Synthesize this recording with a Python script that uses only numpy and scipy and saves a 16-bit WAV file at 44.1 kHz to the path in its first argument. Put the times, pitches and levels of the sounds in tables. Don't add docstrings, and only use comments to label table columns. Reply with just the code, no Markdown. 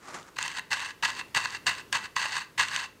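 import sys
import numpy as np
from scipy import signal
from scipy.fft import rfft, irfft
from scipy.io import wavfile
from scipy.ndimage import uniform_filter1d

SR = 44100
rng = np.random.default_rng(int(sys.argv[2]) if len(sys.argv) > 2 else 0)


def generate_wav(signal):
    frames = np.transpose(np.atleast_2d(signal))
    scaled = np.clip(frames, -1, 1) * 32767
    pcm = np.round(scaled).astype(np.int16)
    wavfile.write(sys.argv[1], SR, pcm)


def ratio_of_db(decibels):
    return 10 ** (np.asarray(decibels, float) / 20)


N = 132300

# frequency_hz, width_hz, level_db
PALETTE_MODES = [(877, 110, -7), (1043, 100, -0.5), (1228, 217, -7.5), (1499, 158, -4.5), (1665, 106, 1.5),
                 (1970, 136, 1), (2552, 70, -9.5), (2700, 117, 1.5), (2923, 97, -14.5), (3800, 370, -9),
                 (4473, 395, -7.5), (6366, 360, -13), (6690, 440, -14.5), (7440, 1600, -35)]
PLACE_SPREAD = 0.58


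def unit(x):
    return x / np.sqrt(np.mean(x ** 2))


def ring(x, hz, width_hz):
    return signal.lfilter(*signal.iirpeak(hz, hz / width_hz, fs=SR), x)


def colour(x, points):
    hz, db = np.array(points, float).T
    f = np.maximum(np.arange(2049) * SR / 4096, 1)
    log_gain = np.interp(np.log(f), np.log(hz), db) * np.log(10) / 20
    cepstrum = irfft(log_gain)
    cepstrum[1:2048] *= 2
    cepstrum[2049:] = 0
    response = irfft(np.exp(rfft(cepstrum)))
    return signal.fftconvolve(x, response)[:N]


def walk(rate):
    hold = int(SR / rate)
    steps = np.repeat(rng.standard_normal(N // 100), hold)[:N]
    return unit(uniform_filter1d(steps, hold))


def clicks(rate, spread_db):
    happens = rng.random(N) < rate / SR
    size = ratio_of_db(spread_db * rng.exponential(size=N))
    sign = rng.choice([-1, 1], N)
    return unit(happens * size * sign)


def curve(tables, column):
    t = np.arange(N) / SR
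    out = np.zeros(N)
    for rows in tables:
        points = np.array(rows, float)
        value = np.interp(t, points[:, 0], points[:, column])
        if column == 1:
            value = ratio_of_db(value)
        out += value * (t >= points[0, 0]) * (t < points[-1, 0])
    return out


def hum():
    # frequency_hz, density_db
    hum_spectrum = [(15, -56), (25, -9), (107, 0.5), (340, -1), (433, 0), (509, -4), (762, -11), (895, -8),
                    (15500, -25.5)]
    level_db = -57 + 1.7 * walk(4.4)
    return ratio_of_db(level_db) * unit(colour(rng.standard_normal(N), hum_spectrum))


def sleeve():
    # start_s, level_db
    sleeve_level = [(0.0, -61), (0.088, -42.5), (0.132, -46), (0.144, -35.5), (0.258, -59.5),
                    (0.288, -48.5), (0.298, -64), (0.35, -62)]
    # frequency_hz, density_db
    cloth_spectrum = [(88, -33), (150, -7), (726, -8), (1210, -2), (1720, -8.5), (1950, -9.5),
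                      (3390, -19.5), (7050, -17), (12000, -35.5), (15600, -74), (22000, -120)]
    grains = clicks(3000, spread_db=2)
    return curve([sleeve_level], column=1) * unit(colour(grains, cloth_spectrum))


def palette(push, bright):
    out = np.zeros(N)
    for k, (hz, width_hz, level_db) in enumerate(PALETTE_MODES):
        tilt = ratio_of_db(bright * np.log2(hz / 2000))
        share = 1 + PLACE_SPREAD * rng.standard_normal(N)
        out += (-1) ** k * ratio_of_db(level_db) * ring(push * tilt * share, hz, width_hz)
    return out


def body(push, bright, snap_db):
    # frequency_hz, density_db
    bristle_spectrum = [(600, -22), (1000, -18), (3000, 2.5), (5000, -10.5), (8500, -8), (10500, -45),
                        (15000, -42.5)]
    mode_power = sum(ratio_of_db(2 * level_db) * width_hz for _, width_hz, level_db in PALETTE_MODES)
    ring_rms = np.sqrt(mode_power * np.pi / SR * (1 + PLACE_SPREAD ** 2))
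    impulse_response = colour(np.eye(1, N)[0], bristle_spectrum)
    snap_rms = np.sqrt(np.sum(impulse_response ** 2))
    snap = colour(push * ratio_of_db(1.9 * bright), bristle_spectrum) / snap_rms
    return palette(push, bright) / ring_rms + ratio_of_db(snap_db) * snap


def flicks():
    # start_s, peak_db, brightness_db_per_octave
    tuft_releases = [(0.187, -44, 8), (0.2289, -50, 12), (0.3671, -24, 0), (0.3859, -9.5, -0.5),
                     (0.4269, -23, 9.5), (0.4794, -27, 9), (0.5151, -27.5, 5), (0.575, -36.5, 11),
                     (0.5856, -17, -6), (0.7147, -14, -0.5), (0.7301, -6.5, -1), (0.8031, -25.5, 4),
                     (1.034, -10.5, -2), (1.1701, -25, 1), (1.3477, -10.5, 1), (1.3627, -13.5, 2.5),
                     (1.3794, -16, 1), (1.4491, -17, 0), (1.4561, -11, -2.5), (1.505, -28.5, 6),
                     (1.667, -7, 0), (1.9269, -11, 5.5), (2.164, -11, 1), (2.2262, -20.5, 2.5),
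                     (2.2552, -17, -9), (2.5799, -18, 4.5), (2.595, -8.5, -4.5), (2.6787, -27, -5),
                     (2.6842, -22, 5.5), (2.7621, -13, 4.5)]
    decay_s, level_db = 0.0011, -15.5
    push, bright = np.zeros(N), np.zeros(N)
    t = np.arange(300) / SR
    for start_s, peak_db, tilt in tuft_releases:
        i = int(start_s * SR)
        burst = rng.standard_normal(len(t)) * np.exp(-t / decay_s)
        push[i:i + len(t)] += 4 * ratio_of_db(peak_db + level_db) * burst
        bright[i:i + len(t)] = tilt
    return body(push, bright, snap_db=-11)


def rocking(press, hz, width_hz):
    noise = rng.standard_normal(N)
    return press * unit(ring(ring(noise, hz, width_hz), hz, width_hz))


def scrub():
    # start_s, level_db,
    # brightness_db_per_octave
    first_strokes = [
        [(0.36, -53, 0), (0.366, -41, 0), (0.378, -46, 0), (0.388, -29, 0), (0.398, -35.5, 0),
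         (0.426, -28.5, 0), (0.536, -42, 0), (0.586, -30, 0), (0.61, -60, 0)],
        [(0.7, -71, 0), (0.702, -54, 0), (0.706, -29.5, 0), (0.734, -26, 0), (0.758, -34, 0),
         (0.908, -37, 0.005), (0.93, -63, 0)],
        [(1.025, -27.5, 0), (1.033, -28.5, 0), (1.053, -22.5, 0), (1.059, -29.5, 0), (1.145, -39.5, 0),
         (1.207, -31.5, 0.0038), (1.23, -65, 0)],
        [(1.34, -84, 0), (1.346, -32, 0), (1.364, -20, 0), (1.396, -33, 0), (1.44, -33.5, 0), (1.456, -29, 0),
         (1.474, -40, 0), (1.568, -36, 0.0041), (1.59, -68, 0)],
    ]
    last_strokes = [
        [(1.66, -40, 0), (1.668, -17.5, 0), (1.694, -22.5, 0), (1.742, -42.5, 0), (1.808, -37.5, 0),
         (1.83, -69, 0)],
        [(1.92, -71, 0), (1.922, -52, 0), (1.928, -27, 0), (1.94, -24.5, 0), (1.956, -25.5, 0),
         (2.014, -42.5, 0), (2.056, -35.5, 0), (2.09, -66, 0)],
        [(2.155, -43, 0), (2.165, -25, 0), (2.187, -29.5, 0.0045), (2.261, -28, 0), (2.271, -37.5, 0),
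         (2.355, -29.5, 0), (2.401, -34, 0), (2.45, -50, 0)],
        [(2.575, -44, 0), (2.579, -27, 0), (2.595, -19.5, 0), (2.669, -37.5, 0), (2.687, -32.5, 0),
         (2.699, -37.5, 0), (2.747, -29.5, 0), (2.857, -36, 0), (2.88, -57, 0.0052)],
    ]
    strokes = list(first_strokes) + list(last_strokes)
    press = curve(strokes, column=1)
    bunching = ratio_of_db(2 * walk(120))
    snaps = clicks(2500, spread_db=2.5)
    push = press * unit(snaps * bunching)
    plastic = body(push, curve(strokes, column=2), snap_db=-8.5)
    thud = ratio_of_db(-28.5) * rocking(press, hz=127, width_hz=148)
    knock = ratio_of_db(-34.5) * rocking(press, hz=536, width_hz=180)
    return plastic + thud + knock


def room(x):
    t60_s, gap_s, top_hz, level_db = 0.32, 0.004, 4100, -16
    t = np.arange(SR // 2) / SR
    tail = rng.standard_normal(len(t)) * ratio_of_db(-60 * t / t60_s) * (t > gap_s)
    tail = signal.lfilter(*signal.butter(1, top_hz, fs=SR), tail)
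    tail /= np.sqrt(np.sum(tail ** 2))
    return ratio_of_db(level_db) * signal.fftconvolve(x, tail)[:N]


def scene():
    near = sleeve() + flicks() + scrub()
    return (near + room(near) + hum())[None]


def roll_off(x):
    return signal.sosfilt(signal.butter(12, 15730, fs=SR, output="sos"), x)


def record(dry):
    low_pass = signal.ellip(8, 0.2, 70, 15700, fs=SR, output="sos")
    mix = signal.sosfilt(low_pass, dry)
    return roll_off(mix)


dry = scene()
out = record(dry)
generate_wav(out)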